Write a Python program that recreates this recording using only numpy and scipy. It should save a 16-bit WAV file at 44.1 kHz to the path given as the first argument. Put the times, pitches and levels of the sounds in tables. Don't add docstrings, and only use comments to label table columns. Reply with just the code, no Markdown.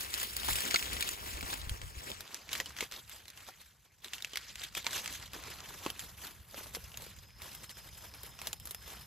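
import sys
import numpy as np
from scipy import signal
from scipy.fft import rfft, irfft, next_fast_len
from scipy.io import wavfile
from scipy.ndimage import uniform_filter1d, map_coordinates

SR = 44100
rng = np.random.default_rng(int(sys.argv[2]) if len(sys.argv) > 2 else 0)


def volts_from_decibels(level):
    exponent = np.asarray(level, float) / 20
    return 10 ** exponent


def int16_out(signal):
    q = np.round(np.clip(np.atleast_2d(signal).T, -1, 1) * 32767)
    wavfile.write(sys.argv[1], SR, q.astype(np.int16))


N = 399546
CHANGE_S = 2.2
CROSS_HZ = 6150

# hz, level_db
BLADE_COLOUR = [(500, -37), (1350, -4), (2200, -1.5), (3300, 1.5), (4700, -1), (6200, -4), (8500, -1),
                (11000, -70)]
# hz, level_db
STALK_COLOUR = [(80, -21.5), (200, -7.5), (420, -7.5), (680, -8), (1100, -6), (2500, -26)]
# hz, level_db
FIZZ_COLOUR = [(6500, -16.5), (9000, -5), (12000, -8), (15600, -7), (16000, -86), (16800, -65),
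               (17000, -100)]

STALK_HZ = 481
KNOCK_FIZZ_DB = -19


def unit(x):
    return x / np.sqrt(np.mean(x ** 2) + 1e-20)


def along(points, hz):
    f, v = np.transpose(points)
    return np.interp(np.log(hz + 1), np.log(f + 1), v)


def curves(rows):
    s, *cols = np.transpose(rows)
    return [np.interp(np.arange(N) / SR, s, c) for c in cols]


def wobble(rate):
    return map_coordinates(rng.standard_normal(N // 100), [np.arange(N) * rate / SR])


def filtered(x, response):
    m = next_fast_len(N + SR // 4)
    return irfft(rfft(x, m) * response(np.fft.rfftfreq(m, 1 / SR)), m)[..., :N]


def hiss(spectrum, patchy_db):
    z = signal.stft(rng.standard_normal((2, N)), nperseg=256)[2]
    field = uniform_filter1d(rng.standard_normal(z.shape[1:]), size=6, axis=0)
    field = uniform_filter1d(field, size=7, axis=1)
    pair = signal.istft(z * volts_from_decibels(patchy_db * unit(field)), nperseg=256)[1][:, :N]
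    return unit(filtered(pair, lambda hz: volts_from_decibels(along(spectrum, hz))))


def swells(rows, rest_db):
    swing_db = 20
    t = np.arange(0, N + 64, 64) / SR
    s, db, swell_s, fade_s = np.transpose(rows)[..., None]
    away = np.where(t < s, (s - t) / np.abs(swell_s), (t - s) / np.abs(fade_s))
    each_db = db - swing_db * away
    total_db = 10 * np.log10(np.sum(volts_from_decibels(2 * each_db), axis=0) + 1e-30)
    pulls_db = np.interp(np.arange(N) / SR, t, total_db)
    return 10 * np.log10(volts_from_decibels(2 * pulls_db) + volts_from_decibels(2 * rest_db))


def crackle(rate, spread_db, t60):
    chance, size = rng.random((2, N))
    happens = chance < rate / SR * volts_from_decibels(5 * wobble(14))
    starts = happens * volts_from_decibels(-spread_db * np.log(size + 0.003))
    return signal.lfilter([1], [1, -volts_from_decibels(-60 / (t60 * SR))], starts)


def crinkles(count, centre_hz, cycles, spread_db):
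    when, pitch, size, phase, other = rng.random((count, 5)).T[..., None]
    clumps = np.cumsum(volts_from_decibels(4.5 * wobble(40)))
    at = np.searchsorted(clumps / clumps[-1], when) + np.arange(256)
    hz = centre_hz * np.exp(.85 * (2 * pitch - 1))
    t = np.arange(256) / SR
    decay = np.exp(-t * hz / cycles) * (1 - np.exp(-t * hz * 2))
    life = volts_from_decibels(-spread_db * np.log(size + 0.0054)) * decay
    pops = [life * np.sin(2 * np.pi * (hz * t * shift + phase)) for shift in (1, 0.49 + 0.66 * other)]
    return unit(np.array([np.bincount(at.ravel(), p.ravel(), N + 256)[:N] for p in pops]))


def rustle():
    # strongest_s, scrape_db, swell_s, fade_s
    tugs = [(.005, -41.5, 0.15, 0.31), (.215, -36, 0.14, 0.088), (.4, -43, 0.036, 0.91),
            (.723, -37, 0.64, 0.19), (.876, -56, 0.26, 0.75), (1.023, -38, 1, 0.13),
            (1.265, -44, 0.46, 0.082), (1.44, -53, 0.3, 0.33), (1.527, -43, 0.81, 0.29),
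            (1.754, -48, 0.44, 0.1), (1.831, -50, 0.048, 0.15), (2.115, -47.5, 0.52, 0.21),
            (2.32, -52.5, 0.98, 0.71), (2.527, -40, 0.041, 0.11), (2.607, -47, 0.16, 0.017),
            (2.666, -50, 0.042, 0.19), (2.821, -38, 0.068, 0.051), (2.931, -47.5, 0.042, 0.11),
            (2.976, -51.5, 0.095, 0.026), (3.133, -51, 0.13, 0.17), (3.293, -57, 0.072, 0.11),
            (3.375, -53.5, 0.08, 0.46), (3.482, -46.5, 0.036, 0.05), (3.608, -59.5, 0.061, 0.066),
            (3.855, -61.5, 0.056, 0.058), (4.046, -47.5, 0.018, 0.11), (4.143, -42, 0.017, 0.062),
            (4.21, -51, 0.19, 0.26), (4.37, -47.5, 0.11, 0.22), (4.507, -48.5, 0.1, 0.039),
            (4.648, -43, 0.11, 0.053), (4.772, -34.5, 0.026, 0.052), (4.871, -44.5, 0.085, 0.15),
                  (4.964, -36.5, 0.12, 0.082), (5.072, -47, 0.13, 0.24), (5.259, -51.5, 0.98, 0.036),
                  (5.347, -42.5, 0.024, 0.12), (5.507, -45.5, 0.26, 0.2), (5.65, -51.5, 0.71, 0.98),
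                  (5.867, -42, 0.06, 0.083), (6.004, -50, 0.026, 0.15), (6.265, -49, 0.095, 0.13),
                  (6.4, -62.5, 0.11, 0.15), (6.581, -47, 0.058, 0.2), (6.757, -41, 0.027, 0.02),
                  (7.04, -54, 0.86, 0.32), (7.23, -57.5, 0.036, 0.18), (7.434, -48.5, 0.097, 0.29),
                  (7.646, -52, 0.066, 0.019), (7.706, -52, 0.015, 0.029), (7.785, -55, 0.025, 0.18),
                  (7.876, -53, 0.21, 0.057), (7.98, -55.5, 0.048, 0.11), (8.047, -52, 0.1, 0.14),
                  (8.144, -53.5, 0.035, 0.2), (8.249, -55, 0.055, 0.19), (8.478, -50, 0.23, 0.11),
                  (8.538, -65, .07, .04), (8.668, -56.5, 0.074, 0.35), (8.932, -49.5, 0.19, 0.23)]
    # start_s, stalk_over_blade_db, edge_over_blade_db
    grip = [(0, -7, 1.5), (.3, -8, -0.5), (.7, -9, -2.5), (1.5, -4, -2), (2.2, -5, -6), (2.75, -8.5, -4),
            (3.5, -10, -2), (4, -9, -3), (4.5, -16, -8), (4.9, -9, -5), (5.4, -7, -5), (5.9, -4, -1.5),
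            (6.4, -5.5, 2), (6.75, -6, 1.5), (7.1, -7.5, -2), (8, -5, 0.5), (8.6, -2.5, 0.5), (9.06, -8, 1)]
    scrape_db = swells(tugs, rest_db=-76)
    stalk_db, fizz_db = scrape_db + curves(grip)
    grains = unit(crackle(rate=320, spread_db=4.5, t60=0.042))
    pops = crinkles(count=8000, centre_hz=3516, cycles=1.04, spread_db=1.0)
    scrape = unit(.75 + 1.0 * grains) * hiss(BLADE_COLOUR, patchy_db=3.6)
    blade = .9 * scrape + .5 * pops
    edge = volts_from_decibels(fizz_db) * unit(0.97 + 1.35 * grains) * hiss(FIZZ_COLOUR, patchy_db=2.0)
    stalk = volts_from_decibels(stalk_db) * unit(1.3 + 0.39 * grains) * hiss(STALK_COLOUR, patchy_db=2.5)
    return volts_from_decibels(scrape_db) * blade + edge + stalk


def wind():
    # start_s, buffet_db
    buffet = [(0, -61), (2.2, -55.5), (2.25, -75), (2.6, -62), (4, -74.5), (4.3, -65.5), (5.6, -58),
              (6.1, -58.5), (6.3, -61.5), (6.85, -58), (7.6, -61), (9.06, -60.5)]
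    # strongest_s, buffet_db, swell_s, fade_s
    gusts = [
        (.22, -54, 0.63, 0.025),
        (.53, -41, 0.16, 0.15),
        (.93, -46.5, 0.19, 0.22),
        (1.3, -64, 0.1, 0.38),
        (1.45, -46.5, 0.3, 0.052),
        (1.73, -44, 0.35, 0.061),
        (1.84, -46, 0.08, 0.25),
    ]
    # hz, level_db
    early_colour = [(15, -45), (30, -14), (55, 16), (95, 7), (170, -7), (300, -36), (500, -78)]
    # hz, level_db
    later_colour = [(20, -50), (35, -12.5), (55, 1), (95, -3.5), (140, -7.5), (220, -15), (500, -95)]
    later_wind = volts_from_decibels(0.5) * hiss(later_colour, patchy_db=2.0)
    early_wind = hiss(early_colour, patchy_db=-0.5)
    eddies = np.where(np.arange(N) / SR > CHANGE_S, later_wind, early_wind)
    level_db = swells(gusts, rest_db=curves(buffet)[0]) + 1.5 + 0.48 * wobble(7.5)
    return volts_from_decibels(level_db) * eddies


def resonance(hz, centre_hz, share):
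    damping = 1j * hz * share * centre_hz
    return damping / (centre_hz ** 2 - hz ** 2 + damping)


def snaps(columns):
    size = 4096
    s, db, ring_hz, stalk_db, fizz_db, stalk_hz = columns
    t, hz = np.arange(size) / SR, np.fft.rfftfreq(size, 1 / SR)
    noise = rng.standard_normal((len(s), 2, 3, size)).transpose(2, 1, 0, 3)
    splinters_db = 1.65 * np.repeat(rng.standard_normal((len(s), 64)), 64, axis=1)

    def burst(t60):
        tear = volts_from_decibels(-60 * t / t60 + splinters_db)
        click = 2.8 * volts_from_decibels(-60 * t / .004)
        return (tear + click) * (1 - np.exp(-t / .00025))

    weight = np.clip(volts_from_decibels(0.146 * (stalk_db + 32.0)), .45, 2.5)
    brittle = np.clip(0.24 * volts_from_decibels(0.42 * (fizz_db + 9.0)), .1, .7)
    whole_blade = volts_from_decibels(along(BLADE_COLOUR, hz))
    blade = (brittle + resonance(hz, ring_hz, 0.048)) * whole_blade
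    stalk = (0.12 + resonance(hz, stalk_hz, 0.084)) * volts_from_decibels(along(STALK_COLOUR, hz))
    edge = volts_from_decibels(along(FIZZ_COLOUR, hz))
    layers = [  # colour, level dB, t60 s
        (blade, db - 10.5, 0.036 * weight),
        (stalk, db + stalk_db - 5.5, .055),
        (edge, db + fizz_db - 8.5, 0.042 * weight),
        (whole_blade, db - 16, .010)]
    out = np.zeros((2, N + size))
    at = (np.round(s * SR).astype(int) + np.arange(size)).ravel()
    for source, (colour, level_db, t60) in zip([*noise, noise[2]], layers):
        tone = irfft(rfft(source) * colour)
        start_rms = tone[..., :SR // 400].std(axis=-1, keepdims=True)
        tone = tone / np.sqrt(tone.std(axis=-1, keepdims=True) * start_rms)
        tone = tone * burst(t60) * volts_from_decibels(level_db)
        out += [np.bincount(at, port.ravel(), N + size) for port in tone]
    return out[:, :N]


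def small_fractures():
    # start_s, peak_db, ring_hz
    tick_rows = [(0.047, -32, 4690), (0.309, -45, 4760), (0.7063, -26, 2830), (0.968, -26, 3020),
                 (1.292, -35, 2550), (1.473, -43, 2650), (1.953, -42, 2500), (2.0063, -40, 2000),
                 (2.027, -48, 2200), (2.0951, -45, 4300), (2.117, -30, 3490), (2.2775, -36.5, 3560),
                 (2.706, -39, 1250), (2.787, -29, 1900), (2.8387, -32, 2400), (2.922, -31.5, 1240),
                 (2.939, -35.5, 3800), (3.1133, -40, 2200), (3.2555, -43, 2070), (3.466, -43, 3770),
                 (4.0826, -38, 3500), (4.182, -34, 2830), (4.206, -37, 2230), (4.295, -43, 2240),
                 (4.4827, -40, 1700), (4.4963, -45, 3450), (4.582, -41, 2100), (4.8274, -40, 4000),
                 (4.9574, -31, 3170), (5.2265, -37, 2125), (5.2776, -43, 2150), (5.6044, -34, 1160),
                 (5.6593, -42, 1870), (6.246, -46, 1290), (6.2664, -50, 1070), (6.5764, -36.5, 3000),
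                 (6.7567, -36, 3770), (7.576, -46, 5100), (7.7704, -41, 1520), (8.1387, -38, 5300),
                 (8.39, -36, 1120)]
    # start_s, peak_db, ring_hz
    overtones = [
        (0.71, -18, 2100),
        (.747, -21, 1140),
        (4.867, -24, 1500),
        (.7595, -16.5, 4600),
    ]
    # start_s, peak_db, stalk_hz
    tap_rows = [(5.332, -48, 1150), (5.363, -40, 347), (5.477, -43, 423), (5.604, -48, 1160),
                (5.706, -43.5, 417), (5.747, -44.5, 407), (5.819, -51, 800), (6.577, -44, 272),
                (6.61, -45, 431), (6.746, -51, 620), (6.768, -40, 460), (6.976, -52, 1000), (7.0, -47, 545),
                (7.026, -47, 517), (7.066, -46.5, 418), (7.435, -57, 450), (8.046, -46, 402),
                (8.238, -45.5, 437), (8.388, -49, 1130), (8.417, -44.5, 1330), (8.472, -44, 1070),
                (8.531, -49, 810)]
    tick_stalk_db, tick_fizz_db = -59, -16
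    tap_stalk_db, tap_ring_hz = 11, 1500
    ticks = [(s, db, hz, tick_stalk_db, tick_fizz_db, STALK_HZ) for s, db, hz in tick_rows + overtones]
    taps = [(s, db - tap_stalk_db, tap_ring_hz, tap_stalk_db, KNOCK_FIZZ_DB, hz) for s, db, hz in tap_rows]
    return np.array(ticks + taps).T[..., None]


def fractures():
    # start_s, peak_db, ring_hz, fizz_db
    cracks = [(.199, -23.5, 7160, -14), (.398, -29, 3740, -23), (.7598, -12.5, 2190, -61),
              (.7936, -26, 2100, -42), (.826, -24.5, 2455, -38), (1.6157, -31.5, 4080, -26),
              (2.5523, -23.5, 2040, -16), (2.6587, -28, 2930, -17), (2.766, -32.5, 2300, -10),
              (2.807, -19, 2140, -11), (2.9134, -36, 4160, -8), (2.9628, -33.5, 3700, -40),
              (3.2814, -37, 3950, -8), (4.134, -23.5, 2700, -16), (4.2468, -24.5, 2610, -13),
              (4.357, -24, 2200, -10.5), (4.372, -22, 2250, -11), (4.556, -31.5, 1784, -9),
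              (4.596, -37, 4940, -26), (4.6173, -33.5, 3580, -19), (4.6372, -28.5, 3150, -9),
              (4.7506, -24.5, 2400, -9), (4.9307, -27, 1570, -23), (5.0769, -26, 2230, -16),
              (5.5013, -40.5, 2900, 2), (8.9028, -38, 1500, -19)]
    # start_s, peak_db, ring_hz, fizz_db
    tips = [(.1404, -23, 4120, -3), (.3663, -26.5, 4520, 3.5), (.5315, -26.5, 7300, -2),
            (.5866, -27.5, 2900, -6), (.6057, -26.5, 2080, 1), (.9315, -27, 4230, -1),
            (1.0084, -24, 3600, 1), (1.0256, -20, 2350, -8), (1.0895, -24, 7250, -5),
            (1.6945, -27.5, 3100, -6), (2.3445, -27.5, 5890, -6.5), (2.5306, -21, 2930, -3.5),
            (3.0956, -41, 2170, 2.5), (3.3016, -38, 3800, -7), (4.0449, -30, 3720, -11),
            (4.2231, -31, 3900, -8), (4.7755, -29.5, 2500, -1), (5.0596, -26.5, 1590, -10),
            (5.1262, -35.5, 2760, 0), (5.9019, -27, 3100, -3), (5.9936, -29, 7360, -9),
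            (6.973, -31, 6740, -2.5), (8.5299, -27.5, 7040, -0.5), (8.5992, -44, 5150, 4.5),
            (8.6728, -41, 7600, 7), (8.7468, -35, 5200, 2.5)]
    # start_s, peak_db, ring_hz, fizz_db
    crunches = [(.556, -24, 2500, -0.5), (1.4094, -31, 2320, -3), (2.2064, -33, 4800, -2),
                (5.3332, -34, 2920, -3), (6.749, -27.5, 5670, -5), (7.305, -47, 2400, -16.5),
                (7.419, -37.5, 3820, 0), (7.5494, -39.5, 5130, 1), (7.694, -37.5, 2980, -13),
                (8.2329, -42, 4050, 6.5), (8.4162, -32.5, 2200, -3), (8.4712, -27.5, 6200, -0.5),
                (8.6549, -50.5, 3220, 18), (8.7091, -36.5, 3900, 6.5)]
    # start_s, peak_db, ring_hz, stalk_db, stalk_hz
    knocks = [(0.4328, -30.5, 2930, -7.5, 730), (0.486, -25.5, 1510, 1, 837), (0.7426, -14, 4470, -6, 1464),
              (1.3714, -31, 2430, -13, 587), (1.428, -30.5, 1360, -4.5, 269), (1.502, -28, 3580, -14, 990),
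              (1.5294, -26, 1590, -4, 846), (1.816, -33, 1635, -20, 996), (2.4914, -34, 2360, -18, 264),
              (2.516, -33, 3770, -13, 301), (2.601, -19.5, 1936, -14, 545), (2.826, -29, 2200, -5.5, 454),
              (3.3741, -36.5, 2760, -22, 780), (3.487, -40, 1400, -4, 776), (4.334, -30.5, 3070, -13, 390),
              (4.8449, -34, 2330, -10, 956), (4.8664, -19, 2230, -13.5, 956), (5.4374, -32, 1230, -29, 401),
              (5.8503, -32.5, 1960, -19, 930), (6.5437, -37.5, 1380, -3.5, 510),
              (6.918, -43, 2810, -25, 751), (6.9427, -38.5, 2800, -13, 708), (5.863, -28.5, 2600, 0, 317),
              (6.66, -49.5, 1500, 5, 595)]
    kinds = [(cracks, -32), (tips, -30.5), (crunches, -18.5)]  # rows, stalk dB over blade
    light = [(s, db, hz, stalk_db, fizz_db) for rows, stalk_db in kinds for s, db, hz, fizz_db in rows]
    stalk_hz = STALK_HZ * np.exp(0.65 * rng.uniform(-0.77, 1, (len(light), 1)))
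    heavy = [(s, db, hz, stalk_db, KNOCK_FIZZ_DB, low_hz) for s, db, hz, stalk_db, low_hz in knocks]
    return np.vstack([np.hstack([light, stalk_hz]), heavy]).T[..., None]


def thumps():
    # start_s, peak_db, pitch_hz
    eddies = [
        (0.502, -38, 60),
        (.527, -37, 60.1),
        (1.255, -45, 69.4),
        (1.345, -41, 59.7),
        (1.439, -43, 60),
        (1.672, -33.5, 73),
        (1.714, -29, 64.4),
        (1.838, -38, 62),
        (1.97, -43, 60),
    ]
    s, db, hz = np.transpose(eddies)[..., None]
    turns = np.clip(np.arange(int(CHANGE_S * SR)) / SR - s, 0, None) * hz
    swing = np.sin(2 * np.pi * turns) * np.exp(-turns / 1.1)
    push = np.sum(volts_from_decibels(db + 3) * swing, axis=0)
    return np.pad(push, (0, N - len(push))) * [[1], [.2]]


def insect():
    # start_s, pitch_hz, level_db
    trill = [
        (6.8, 4850, -79),
        (7.2, 4990, -67),
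        (7.36, 5140, -63.5),
        (7.6, 5210, -62),
        (7.9, 5040, -61.5),
        (8.02, 5100, -61),
        (8.1, 5110, -61.5),
        (9.06, 5140, -62),
    ]
    pitch_hz, level_db = curves(trill)
    t = np.arange(N) / SR
    strokes = 1 + 0.46 * np.sin(2 * np.pi * 55 * t + 1.2 * wobble(17))
    turns = np.cumsum(pitch_hz + 35 * wobble(150)) / SR
    tone = np.sin(2 * np.pi * turns + [[0], [1.2]])
    return (t > trill[0][0]) * volts_from_decibels(level_db + 2.2 * wobble(70)) * strokes * tone


def ports(pair, alike, low_s, bend, high_s, turn, pan_db):
    def response(hz):
        body = bend * np.exp(-np.log(hz / 800 + 1e-9) ** 2 * 4.7)
        side = np.array([[.5], [-.5]])
        pan = volts_from_decibels(side * pan_db * np.clip(hz / 400, 0, 1))
        low = pan * np.exp(1j * side * (2 * np.pi * hz * low_s + body))
        high = np.exp(1j * side * (2 * np.pi * hz * high_s + turn))
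        fade = np.pi / 4 * (1 + np.tanh((hz - CROSS_HZ) / 200))
        return np.cos(fade) * low + np.sin(fade) * high

    def mix(hz):
        angle = np.arccos(np.clip(along(alike, hz), 0, 1)) / 2
        return np.array([np.cos(angle), np.sin(angle)])

    same, other = filtered(pair, mix)
    return filtered(np.array([same + other, same - other]), response)


def scene():
    # hz, likeness
    alike = [
        [(60, .8), (500, .6), (2300, .8), (3600, .45), (4700, .7), (5600, .25), (6800, .84), (16000, .89)],
        [(60, .82), (500, .85), (1000, .74), (2000, .85), (4000, .76), (5600, .5), (7500, .84), (16000, .89)],
    ]
    # low_lead_s, low_extra_rad, high_lead_s, high_turn_rad, pan_db
    views = [
        (.00042, .9, -.000233, 3.75, 2),
        (-.000022, .05, .00016, -5.91, -1.2),
    ]
    pair = rustle() + wind() + snaps(small_fractures()) + snaps(fractures()) + thumps() + insect()
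    after = np.arange(N) / SR > CHANGE_S
    return np.where(after, ports(pair, alike[1], *views[1]), ports(pair, alike[0], *views[0]))


def hollow_bands(x, gap_db, jump_db, burst_db, top_hz):
    hz, _, z = signal.stft([x[0] + x[1], x[0] - x[1]], SR, window="cosine", nperseg=2048)
    bands = (np.abs(z[:, :1024]) ** 2).reshape(2, 64, 16, -1).sum(axis=2)
    bands = uniform_filter1d(bands, size=5, axis=2)
    band_hz = hz[:1024:16, None]
    treble = uniform_filter1d(np.diff(x[0]) ** 2, size=128)[::128]
    before = uniform_filter1d(treble, size=8, origin=3)[:-1]
    jumps = treble[1:] / (volts_from_decibels(2 * jump_db) * before + 1e-20)

    def calm(starts):
        frame = np.arange(len(starts)) // 8
        return np.bincount(frame, starts, z.shape[-1])[:z.shape[-1]] == 0

    steady, tame = calm(jumps > 1), calm(jumps > volts_from_decibels(2 * burst_db))
    weak = (bands < volts_from_decibels(-2 * gap_db) * bands[::-1]) & (band_hz > [[[CROSS_HZ]], [[1600]]])
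    dropped = weak & steady | (band_hz > top_hz) & tame
    z[:, :1024] *= ~np.repeat(dropped, 16, axis=1) & (hz[:1024, None] < 16900)
    total, gap = signal.istft(z, window="cosine", nperseg=2048)[1][:, :N]
    return np.array([total + gap, total - gap]) / 2


def roll_off(x):
    return signal.sosfilt(signal.butter(12, 16990, fs=SR, output="sos"), x)


def record(dry):
    mix = hollow_bands(dry, gap_db=6.3, jump_db=7, burst_db=10, top_hz=15700)
    return roll_off(mix)


dry = scene()
out = record(dry)
int16_out(out)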